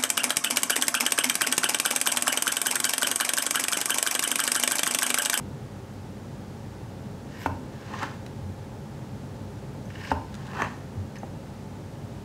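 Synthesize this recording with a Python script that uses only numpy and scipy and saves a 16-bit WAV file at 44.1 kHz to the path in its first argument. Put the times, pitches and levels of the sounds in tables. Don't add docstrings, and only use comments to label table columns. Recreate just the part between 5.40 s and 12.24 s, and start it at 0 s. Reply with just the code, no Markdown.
import sys
import numpy as np
from scipy import signal
from scipy.fft import rfft, irfft, next_fast_len
from scipy.io import wavfile
from scipy.ndimage import map_coordinates

SR = 44100
rng = np.random.default_rng(int(sys.argv[2]) if len(sys.argv) > 2 else 0)


def waveform_to_disk(signal):
    frames = np.transpose(np.atleast_2d(signal))
    scaled = np.clip(frames, -1, 1) * 32767
    samples = np.round(scaled).astype(np.int16)
    wavfile.write(sys.argv[1], SR, samples)


N = 301644
TIME = np.arange(N) / SR


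# start_s, end_s, final_level_db
DOWN_STROKES = [(1.87, 2.068, -44.5), (4.482, 4.72, -43.5)]
def push():
    force = np.zeros(N)
    for start, end, db in DOWN_STROKES:
        depth = np.clip((TIME - start) / (end - start), 0, 1)
        release = fade(np.maximum(TIME - end, 0), t60=0.066)
        force += amp(db) * depth ** 0.93 * release
    return crust(force) + fibres(amp(-5) * force) + juice(force) + clicks()


# pitch_hz, width_hz, level_db
BLADE_NOTES = [(1005, 96, 5.5), (1610, 100, 9.5), (1822, 82, 11.5), (2210, 140, 5), (2720, 190, 3.5),
               (3000, 210, 1.5), (3900, 570, -9.5), (5230, 540, -5.5), (6300, 600, -14), (8000, 890, -16)]
# peak_s, rise_s, fall_s, level_db
TOUGH_PATCHES = [(4.651, 0.02, 0.006, -46)]
def crust(force):
    return (force + swells(TOUGH_PATCHES)) * unit(resonate(slips(rate=1600), BLADE_NOTES))


# pitch_hz, level_db
TEAR_TONE = [(300, -36), (1500, 4.5), (3500, -0.5), (7000, -7), (8500, -18), (10000, -33), (15500, -26)]
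def fibres(strength):
    return strength * unit(coloured(slips(rate=4500), TEAR_TONE))


# pitch_hz, level_db
FIZZ_TONE = [(3000, -40), (7000, 2), (10000, -9), (12000, 1), (16000, -9)]
# peak_s, rise_s, fall_s, level_db
JUICE_SPURTS = [(2.005, .008, .015, -55), (2.026, .008, .009, -54.5), (4.65, .012, .015, -61)]
def juice(force):
    return (amp(-22) * force + swells(JUICE_SPURTS)) * unit(coloured(slips(rate=8000), FIZZ_TONE))


# start_s, level_db
HARD_BITS = [(4.5014, -38), (4.5552, -31.5), (4.705, -28), (5.756, -34), (5.765, -35.5)]
def clicks():
    return snaps(HARD_BITS, lambda x: resonate(x, BLADE_NOTES), t60=0.036)


# start_s, relative_level_db, dull_above_hz, pitch_ratio
LANDINGS = [(2.0602, -15, 2600, 1), (2.6254, -30, 1300, 0.91), (4.7158, -13.5, 1720, 0.99),
            (5.2207, -22.5, 1510, 0.94), (5.832, -28, 990, 0.86)]
# pitch_hz, relative_level_db, fade_s
BOARD_NOTES = [(269.5, -15.5, 0.11), (424, -21, 0.097), (616, -24, 0.17), (735, -18, 0.016),
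               (847, 3.5, 0.013), (910, -11, 0.059), (1030, -28.5, 0.33), (1293, -13, 0.022),
               (1430, -2, 0.013), (2400, -27, 0.035), (2630, -12.5, 0.018), (2850, -16, 0.014)]
# pitch_hz, level_db
WET_TONE = [(300, -40), (1400, 8), (2200, 3), (4000, -1.5), (7000, -5.5), (11000, -13), (16000, -28)]
def knocks():
    t = np.arange(SR // 2) / SR
    rings = np.zeros(N)
    for s, db, dull_hz, ratio in LANDINGS:
        ring = sum(amp(level) / np.hypot(1, (hz / dull_hz) ** 2)
                   * fade(t, t60) * np.sin(2 * np.pi * hz * ratio * t)
                   for hz, level, t60 in BOARD_NOTES)
        add(rings, s, amp(db + 8) * ring * (1 - fade(t, 0.011)))
    ticks = [(s, db + 20 * np.log10(dull_hz / 2600)) for s, db, dull_hz, _ in LANDINGS]
    tick = snaps(ticks, lambda x: coloured(x, WET_TONE), t60=0.0042)
    hits = [row[:2] for row in LANDINGS]
    shudder = snaps(hits, lambda x: resonate(x, [(280, 310, 3.5), (1090, 850, -1.5)]), t60=0.037)
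    return rings + amp(-23) * tick + amp(-6.5) * shudder


# start_s, relative_level_db, pitch_hz
JOLTS = [(2.06, -37, 89.5), (3.019, -38, 90), (4.718, -32, 81.5), (5.567, -32.5, 95.6)]
def thumps():
    t = np.arange(SR // 2) / SR
    out = np.zeros(N)
    for s, db, hz in JOLTS:
        boom = np.sin(2 * np.pi * hz * t) * fade(t, 0.21)
        add(out, s, amp(db + 10.5) * boom * (1 - fade(t, 0.059)))
    return out


# peak_s, rise_s, fall_s, level_db
BACK_STROKES = [(2.635, 0.17, 0.074, -45.5), (5.228, 0.21, 0.1, -50)]
# peak_s, rise_s, fall_s, level_db
BOARD_SCRAPES = [(2.544, .02, 0.011, -39), (2.63, 0.015, 0.015, -28), (5.205, 0.037, 0.042, -26.5)]
# pitch_hz, width_hz, level_db
DRAG_NOTES = [(267, 43, 2), (410, 126, -4), (536, 70, -8), (852, 105, 8), (1005, 62, 7.5), (1069, 28, 11.5),
              (1196, 33, 7), (1290, 75, 2.5), (1503, 35, 7.5), (1628, 25, 8), (1742, 12.4, 10.5),
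              (1834, 24, 7.5), (2145, 120, -17.5), (2520, 67, -34), (2690, 180, -5.5), (3010, 45, -5.5),
              (3140, 91, -8.5), (4000, 350, -19), (5050, 160, -47), (5830, 170, -20), (8240, 190, -23.5)]
def pull():
    speed = swells(BACK_STROKES)
    contact = amp(4) * speed + swells(BOARD_SCRAPES)
    wood = contact * unit(resonate(slips(rate=1800), DRAG_NOTES))
    tearing = fibres(speed)
    steel = amp(-3.5) * speed * unit(resonate(slips(rate=4900), BLADE_NOTES))
    return wood + tearing + steel


# start_s, level_db
SNAGS = [(2.6301, -22), (5.134, -28.5), (5.2184, -23), (5.221, -10.5), (5.2469, -23)]
def catches():
    damped_notes = [(hz, 7 * width, db) for hz, width, db in DRAG_NOTES]
    ring = resonate(signal.unit_impulse(N), damped_notes)
    clack = filtered(ring, lambda hz: 1 / (1 + 1j * hz / 4500) ** 2)[:SR // 10]
    out = np.zeros(N)
    for s, db in SNAGS:
        add(out, s, amp(db) * clack / np.abs(clack).max())
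    return out


# start_s, level_db
WET_SQUEAKS = [(4.455, -47), (5.2195, -33), (5.785, -44)]
# start_s, level_db
PEELS = [(2.4116, -42), (2.553, -40), (2.589, -37), (2.6305, -29), (2.8636, -34.5), (4.9424, -32),
         (4.952, -34), (5.068, -38)]
def smacks():
    squeaks = snaps(WET_SQUEAKS, lambda x: resonate(x, [(6240, 220, 0)]), t60=0.025)
    return squeaks + snaps(PEELS, lambda x: coloured(x, WET_TONE), t60=0.02)


# pitch_hz, fade_s
ROOM_FADES = [(100, 0.9), (400, 0.57), (1000, 0.41), (2500, 0.43), (10000, 0.62)]
def kitchen(x, delay_s):
    hz, t, noise = signal.stft(rng.standard_normal(SR // 2), SR, nperseg=256)
    tail = signal.istft(noise * fade(t, along(ROOM_FADES, hz)[:, None]), SR, nperseg=256)[1]
    return echo(x, tail, delay_s)


def far_wall(x, delay_s):
    t = np.arange(SR // 10) / SR
    scatter = rng.standard_normal(len(t)) * fade(t, 0.13)
    return resonate(echo(x, scatter, delay_s), [(1000, 370, 0)])


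# pitch_hz, relative_level_db
RUMBLE_TONE = [(15, -63), (25, -60), (43, -13.5), (70, -11.5), (102, -3.5), (141, 0.5), (167, -9),
               (205, -2.5), (246, -8.5), (374, -15), (401, -10), (467, -17.5), (552, -13), (609, -20),
               (700, -20.5), (910, -51), (1540, -120)]
AIR_TONE = [(350, -9), (600, -12.5), (788, 1.5), (866, 3), (1010, -4), (1090, -5), (1620, -8),
            (2400, -13.5), (7140, -19.5), (12100, -27.5), (15500, -30.5)]
# pitch_hz, level_db
HUM_NOTES = [(59.8, -55), (96.9, -48), (193.8, -61)]
def fan():
    rumble = amp(-39 + 0.6 * wobble(7)) * unit(coloured(rng.standard_normal(N), RUMBLE_TONE))
    air = amp(-50.5 + 0.078 * wobble(3.6)) * unit(coloured(rng.standard_normal(N), AIR_TONE))
    hum = sum(amp(db + 1.2 * wobble(3.31)) * np.sqrt(2)
              * np.sin(2 * np.pi * hz * TIME + 0.24 * wobble(3.06)) for hz, db in HUM_NOTES)
    return rumble + air + hum


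def slips(rate):
    size = amp(3.3 * np.clip(rng.standard_normal(N), -2, 2) + 2.2 * wobble(110))
    return (rng.random(N) < rate / SR) * size * rng.choice([-1, 1], N)


def snaps(events, body, t60):
    t = np.arange(SR // 10) / SR
    ring = body(signal.unit_impulse(N, SR // 1000))[:len(t)]
    out = np.zeros(N)
    for s, db in events:
        sound = signal.fftconvolve(rng.standard_normal(len(t)) * fade(t, t60), ring)
        add(out, s - 1 / 1000, amp(db) * sound / np.abs(sound).max())
    return out


def swells(rows):
    gain = np.zeros(N)
    for s, rise, fall, db in rows:
        away = np.abs((TIME - s) / np.where(TIME < s, rise, fall))
        gain += amp(db) * np.exp(-away ** 1.28)
    return gain


def amp(db):
    return 10 ** (np.asarray(db) / 20)


def unit(x):
    return x / np.sqrt(np.mean(x ** 2) + 1e-20)


def along(points, hz):
    pitches, values = np.transpose(points)
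    return np.interp(np.log(hz + 1), np.log(pitches + 1), values)


def fade(t, t60):
    return np.exp(-np.log(1000) * t / t60)


def wobble(rate):
    return map_coordinates(rng.standard_normal(int(N * rate / SR) + 4), [TIME * rate])


def filtered(x, response):
    size = next_fast_len(N + SR // 2)
    return irfft(rfft(x, size) * response(np.fft.rfftfreq(size, 1 / SR)), size)[:N]


def coloured(x, tone):
    return filtered(x, lambda hz: amp(along(tone, hz)))


def resonate(x, notes):
    return filtered(x, lambda f: sum(
        (-1) ** k * amp(db) * 1j * f * width / (hz * hz - f * f + 1j * f * width)
        for k, (hz, width, db) in enumerate(notes)))


def echo(x, tail, delay_s):
    late_tail = np.pad(tail / np.linalg.norm(tail), (round(delay_s * SR), 0))
    return signal.fftconvolve(x, late_tail)[:N]


def add(track, start_s, sound):
    part = track[round(start_s * SR):][:len(sound)]
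    part += sound[:len(part)]


def scene():
    blows = knocks()
    knife = blows + thumps() + push() + pull() + catches() + smacks()
    room = amp(-8) * kitchen(knife, delay_s=0.006)
    wall = amp(-11) * far_wall(blows, delay_s=0.038)
    return (knife + room + wall + fan())[None]


def record(dry):
    top_hz = 15750
    return np.array([filtered(channel, lambda hz: hz < top_hz) for channel in dry])


dry = scene()
out = record(dry)
waveform_to_disk(out)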